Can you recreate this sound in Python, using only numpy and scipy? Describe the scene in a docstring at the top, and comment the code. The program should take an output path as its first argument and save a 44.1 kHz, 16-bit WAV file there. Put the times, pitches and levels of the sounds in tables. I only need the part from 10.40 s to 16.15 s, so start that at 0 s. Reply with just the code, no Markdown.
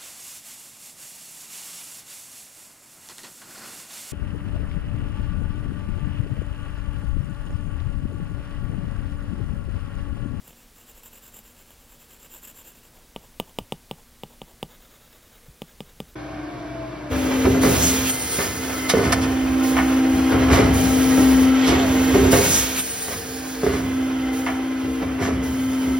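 """At a desk in a furnished room, one microphone close to a tablet as a stylus paints on its glass.
The nib rubs out quick, hissing hatching strokes and now and then catches with a tiny tick. Then it taps
three places on the screen, each a hollow knock of the tablet, with soft glides and dabs in between.
The hand sometimes bumps the tablet; a deep rumble, faint hum, thin whine and hiss lie underneath."""
import sys
import numpy as np
from scipy import signal
from scipy.fft import rfft, irfft
from scipy.io import wavfile

SR = 44100
rng = np.random.default_rng(int(sys.argv[2]) if len(sys.argv) > 2 else 0)


def store_pcm(level_fs):
    """Save levels as 16-bit WAV."""
    pcm = np.round(np.clip(level_fs, -1, 1) * 32767).astype(np.int16)
    wavfile.write(sys.argv[1], SR, np.atleast_2d(pcm).T)


N = 253575


def from_db(db):
    return 10 ** (np.asarray(db) / 20)


def unit_rms(x):
    return x / np.sqrt(np.mean(x ** 2) + 1e-20)


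def butter(x, hz, kind, order=2):
    return signal.sosfilt(signal.butter(order, hz, kind, fs=SR, output="sos"), x)


def add(track, start_s, sound):
    at = max(0, round(start_s * SR))
    track[at:at + len(sound)] += sound[:max(0, N - at)]


def drift(rate_hz):
    """A random wander at rms 1, with rate_hz turning points a second."""
    knots = rng.standard_normal(int(rate_hz * N / SR) + 2)
    return unit_rms(np.interp(np.arange(N) * rate_hz / SR, np.arange(len(knots)), knots))


def ring(t, hz, t60_s):
    """A dying sine that starts at t = 0."""
    t = np.maximum(t, 0)
    return np.sin(2 * np.pi * hz * t) * from_db(-60 * t / t60_s)


def resonate(x, hz, width_hz):
    """One resonance with gain 1 at its peak."""
    r = np.exp(-np.pi * width_hz / SR)
    feedback = [1, -2 * r * np.cos(2 * np.pi * hz / SR), r * r]
    return signal.lfilter(np.array([1, 0, -1]) * (1 - r * r) / 2, feedback, x)


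# Spectrum of the room and microphone noise: frequency_hz, relative_db
NOISE_FLOOR = [(10, -23), (20, 9.5), (55, 1.5), (80, -3.5), (180, -6.5), (270, -7), (330, -10.5),
               (530, -12), (750, -14.5), (1500, -16.5), (2800, -18), (4200, -18.5), (10000, -19.5),
               (15500, -20.5)]
# Mains hum and electronic whine: pitch_hz, level_db
HUM_TONES = [(238.5, -67.5), (477, -76), (10535, -77)]


def room_tone(noise_db=-53, waver_db=1.5):
    """Steady room and microphone noise, with slightly wavering hum and whine."""
    t, bins_hz = np.arange(N) / SR, np.arange(N // 2 + 1) * SR / N
    floor_hz, floor_db = np.transpose(NOISE_FLOOR)
    colour = from_db(np.interp(np.log(bins_hz + 1), np.log(floor_hz), floor_db))
    out = from_db(noise_db) * unit_rms(irfft(rfft(rng.standard_normal(N)) * colour, N))
    for hz, level_db in HUM_TONES:
        peak = np.sqrt(2) * from_db(level_db + waver_db * drift(rate_hz=4.93))
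        out += peak * np.sin(2 * np.pi * hz * t + .5 * drift(rate_hz=3.1))
    return out


# Course of the rumble, stronger while the hand taps: time_s, level_db
RUMBLE_LEVELS = [(0, -72), (2.4, -69.5), (2.9, -60.5), (4.3, -65), (4.7, -69), (5.7, -57.5)]


def rumble(band_hz=(24, 75)):
    """Deep, unsteady noise under the drawing hand."""
    level_db = np.interp(np.arange(N) / SR, *np.transpose(RUMBLE_LEVELS))
    return from_db(level_db) * unit_rms(butter(rng.standard_normal(N), band_hz, "band"))


HATCHING, GLIDING, DABBING = range(3)   # the grips
# Runs of back-and-forth strokes: start_s, end_s, stroke_count, first_force_db, last_force_db, grip
STROKE_RUNS = [(0.029, .255, 2, -3, -4, HATCHING), (0.344, 0.457, 1, -3.5, 2, HATCHING),
               (0.453, 0.702, 3, -1, 2.5, HATCHING), (0.704, 1.018, 3, 0.5, 3, HATCHING),
               (1.024, 1.472, 4, -4, -8.5, HATCHING), (1.473, 1.888, 4, -4, 0, HATCHING),
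               (1.89, 2.132, 2, 4.5, 7.5, HATCHING), (2.136, 2.334, 2, 3, 4.5, HATCHING),
               (2.328, 2.497, 2, -6, -5, HATCHING), (2.532, 2.62, 1, -0.5, 0, GLIDING),
               (4.283, 5.107, 8, 1.5, -3, DABBING)]
# The slide after a tap, one entry for each place on the screen: grip
GRIP_AFTER_TAP = [GLIDING, GLIDING, DABBING]


def hand_moves(return_db=-2, slide_delay_s=0.038, slide_s=0.089):
    """Runs split into even strokes, every second one a lighter return; after a tap the nib slides on."""
    moves = []
    for start_s, end_s, count, first_db, last_db, grip in STROKE_RUNS:
        length_s = (end_s - start_s) / count
        for k, force_db in enumerate(np.linspace(first_db, last_db, count)):
            moves.append((start_s + k * length_s, length_s, force_db + return_db * (k % 2), grip))
    for start_s, _, place, _, force_db in SCREEN_TAPS:
        moves.append((start_s + slide_delay_s, slide_s, force_db, GRIP_AFTER_TAP[place]))
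    return moves


def friction(resonances, grip, grain_db):
    """Countless tiny slips of uneven size excite the resonances; rms 1."""
    slips = rng.standard_normal(N) * from_db(grain_db * drift(rate_hz=1800))
    out = np.zeros(N)
    for k, (hz, width_hz, *grip_db) in enumerate(resonances):
        wide_hz = 1.5 * width_hz   # two passes narrow the band again
        band = resonate(resonate(slips, hz, wide_hz), hz, wide_hz)
        out += (-1) ** k * from_db(grip_db[grip]) * band
    return unit_rms(out)


# Resonances of the bright hiss: the nib's own, plus a glass rasp at 3.2-3.8 kHz that swells with the hiss:
# pitch_hz, width_hz, hatching_db, gliding_db, dabbing_db
HISS_RESONANCES = [(3160, 210, -7, -3, -3), (3480, 120, -7.5, 0, 2.5), (3800, 150, -8, -12, 3.5),
                   (5440, 1000, -13.5, -24, -18), (6820, 350, -21, -10, -1), (7365, 550, 3.5, -2.5, -18),
                   (9920, 870, -8, -14, -18), (11780, 560, -5, -8, -18), (12350, 480, -2, -3, -0.5),
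                   (13100, 710, -5, -10, -22), (14440, 710, 2, -4, -7), (15060, 560, -23, -9, 2.5)]
# Glass and tablet under a sliding nib: pitch_hz, width_hz, hatching_db, gliding_db, dabbing_db
GLASS_RESONANCES = [(268, 117, 3, -6, -5), (490, 190, 4.5, 10.5, 5.5), (910, 216, 2.5, 11.5, -9),
                    (1170, 170, 0.5, -24, 1.5), (1620, 360, 2, 1, -2), (2150, 120, -6.5, -28, -1),
                    (2734, 510, 4.5, -1.5, -6)]
# Hatching, gliding and dabbing at normal force: hiss_db, rub_db
GRIP_LEVELS = [(-51.5, -58), (-60.5, -57.5), (-59, -60)]


def strokes(ramp_s=0.031, hiss_swell=0.95, rub_swell=0.78, rub_db_per_db=0.61):
    """The nib speeds up, holds and slows; its bright hiss and the glass's low rub follow speed and force."""
    out, moves = np.zeros(N), hand_moves()
    for grip, (hiss_db, rub_db) in enumerate(GRIP_LEVELS):
        hiss_gain, rub_gain = np.zeros(N), np.zeros(N)
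        for start_s, length_s, force_db, move_grip in moves:
            if move_grip == grip:
                t = np.arange(int(length_s * SR)) / SR
                speed = np.clip(np.minimum(t, length_s - t) / ramp_s, 0, 1)
                add(hiss_gain, start_s, from_db(hiss_db + force_db) * speed ** hiss_swell)
                add(rub_gain, start_s, from_db(rub_db + rub_db_per_db * force_db) * speed ** rub_swell)
        out += hiss_gain * friction(HISS_RESONANCES, grip, grain_db=1.5)
        out += rub_gain * friction(GLASS_RESONANCES, grip, grain_db=-0.5)
    judder_db = 2.33 * drift(rate_hz=200)   # the nib never slides quite evenly
    return out * from_db(judder_db)


# The nib catches on the glass: start_s, relative_db
NIB_CATCHES = [(0.0784, -41.5), (.107, -56), (.131, -61), (.732, -56), (.990, -41), (1.306, -40)]


def catches(tick_hz=11700, width_hz=3400, t60_s=0.0047, tick_gain_db=14, knock_gain_db=-31):
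    """Tiny high ticks as the nib sticks and lets go, each with a faint, damped knock of the tablet."""
    ticks, knocks, t = np.zeros(N), np.zeros(N), np.arange(SR // 20) / SR
    for start_s, relative_db in NIB_CATCHES:
        envelope = from_db(relative_db + tick_gain_db - 60 * t / t60_s)
        add(ticks, start_s, envelope * rng.standard_normal(len(t)))
        add(knocks, start_s, from_db(knock_gain_db) * knock(t, place=0, freedom=.7))
    return knocks + resonate(resonate(ticks + 1e-18, tick_hz, width_hz), tick_hz, width_hz)


# Modes of pen, glass and tablet: pitch_hz, t60_s, polarity, place_0_db, place_1_db, place_2_db
KNOCK_MODES = [(39.4, 0.27, -1, -41, -40, -52), (161.3, 0.041, 1, -22.5, -18.5, -17),
               (208.3, 0.037, -1, -22.5, -23, -19), (301, 0.076, -1, -29.5, -36, -27.5),
               (427, 0.094, -1, -31, -32, -30), (506, 0.016, -1, -17.5, -17.5, -18),
               (683, 0.026, -1, -25.5, -62, -59), (795, 0.031, -1, -32, -24, -28.5),
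               (907, 0.036, -1, -26, -28.5, -38), (1175, 0.051, -1, -35.5, -40.5, -38),
               (1340, 0.0021, 1, -17.5, -20.5, -41), (1250, .025, -1, -38, -51, -58),
               (2530, 0.047, 1, -44, -70, -44), (2985, 0.012, 1, -18.5, -21.5, -26.5),
               (3210, 0.0078, 1, -23, -22.5, -22.5), (3485, 0.013, 1, -29.5, -26, -29)]


def knock(t, place, freedom, contact_hz=3950, body_top_hz=1190, body_lag_s=.0004, hand_t60_s=0.066):
    """Pen and glass ring at once, the heavier tablet body a moment later; the nib's give dulls the blow."""
    out = np.zeros(len(t))
    for hz, t60_s, polarity, *place_db in KNOCK_MODES:
        lag_s = body_lag_s if hz < body_top_hz else 0
        out += polarity * from_db(place_db[place]) * ring(t - lag_s, hz, t60_s)
    damping = from_db(-60 * t * (1 - freedom) / hand_t60_s)   # below freedom 1 the hand damps the ring
    return butter(out * damping, contact_hz, "low", order=6)


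# The hand bumps the tablet: start_s, level_db, pitch_hz, t60_s
HAND_BUMPS = [(.083, -48, 152, 0.11), (3.205, -45, 42, 0.22), (3.213, -35.5, 104, 0.092),
              (5.083, -37.5, 138, 0.076), (5.095, -39, 50.5, 0.11), (5.475, -44, 70, 0.05)]


def bumps(soft_hz=350):
    """Soft, low thuds of the hand against the tablet."""
    out, t = np.zeros(N), np.arange(SR // 2) / SR
    for start_s, level_db, hz, t60_s in HAND_BUMPS:
        add(out, start_s, from_db(level_db) * ring(t, hz, t60_s))
    return butter(out + 1e-18, soft_hz, "low")


# Nib taps at screen places 0-2: start_s, strength_db, place, freedom, slide_force_db
SCREEN_TAPS = [(2.7618, -7.5, 0, 0.95, 0), (2.9995, 0.5, 0, 0.8, 2), (3.187, -0.5, 0, 0.85, -15),
               (3.3224, -0.5, 1, 1, -21), (3.5117, -4, 1, 1, -7), (3.8347, -7.5, 1, 1, -1),
               (4.017, -10.5, 1, 1, -1.5), (4.2286, -2.5, 1, 0.88, -7), (5.2189, -6, 2, 0.7, -1),
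               (5.4051, -7, 2, 0.93, -2), (5.6024, -4.5, 2, 1, -6)]


def taps(knock_gain_db=-1.44, crack_gain_db=-22, crack_db_per_db=1.46):
    """Each tap is a hollow knock with a crack on top; harder taps crack much more."""
    out, t = np.zeros(N), np.arange(SR // 6) / SR
    for start_s, strength_db, place, freedom, _ in SCREEN_TAPS:
        add(out, start_s, from_db(knock_gain_db + strength_db) * knock(t, place, freedom))
        add(out, start_s, from_db(crack_gain_db + crack_db_per_db * strength_db) * crack(t))
    return out


# Resonances of the contact crack: pitch_hz, width_hz, gain_db
CRACK_RESONANCES = [(3470, 480, -6), (4990, 220, 3.5), (7430, 650, -7), (8200, 130, 4), (10060, 1470, -3.5),
                    (12600, 460, -2), (15400, 3800, -3)]


def crack(t, snap_t60_s=.0045, buzz_t60_s=0.043, buzz_db=-12, low_cut_hz=2800):
    """Hard plastic meets glass: a sharp snap, then a brief buzz of the nib in its socket."""
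    snap = from_db(-60 * t / snap_t60_s)
    buzz = from_db(buzz_db - 60 * t / buzz_t60_s)
    burst = rng.standard_normal(len(t)) * (snap + buzz)
    ringing = sum((-1) ** k * from_db(gain_db) * resonate(burst, hz, width_hz)
                  for k, (hz, width_hz, gain_db) in enumerate(CRACK_RESONANCES))
    return butter(ringing, low_cut_hz, "high")


# Dull reflections from things near the desk: delay_s, gain
NEAR_REFLECTIONS = [(.0077, 0.51), (0.0143, 0.25), (0.0266, .14)]


def room(direct, dull_hz=300, tail_db=-25, t60_s=0.17, tail_hz=5000):
    """Close up the direct sound leads; a few bass reflections and a faint, short room tail follow."""
    out, dull = direct.copy(), butter(direct + 1e-18, dull_hz, "low")
    for delay_s, gain in NEAR_REFLECTIONS:
        add(out, delay_s, gain * dull)
    t = np.arange(SR // 2) / SR
    tail = butter(rng.standard_normal(len(t)), tail_hz, "low", order=1) * from_db(-60 * t / t60_s)
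    return out + from_db(tail_db) * signal.fftconvolve(direct, tail / np.linalg.norm(tail))[:N]


def scene():
    """One microphone close to the tablet feeds both channels."""
    stylus = taps() + strokes() + catches()
    mono = room(stylus) + bumps() + rumble() + room_tone()
    return np.array([mono, mono])


def record(dry, cutoff_hz=15850):
    """The highest treble is cut steeply."""
    return signal.sosfilt(signal.ellip(10, .1, 70, cutoff_hz, fs=SR, output="sos"), dry)


dry = scene()
out = record(dry)
store_pcm(out)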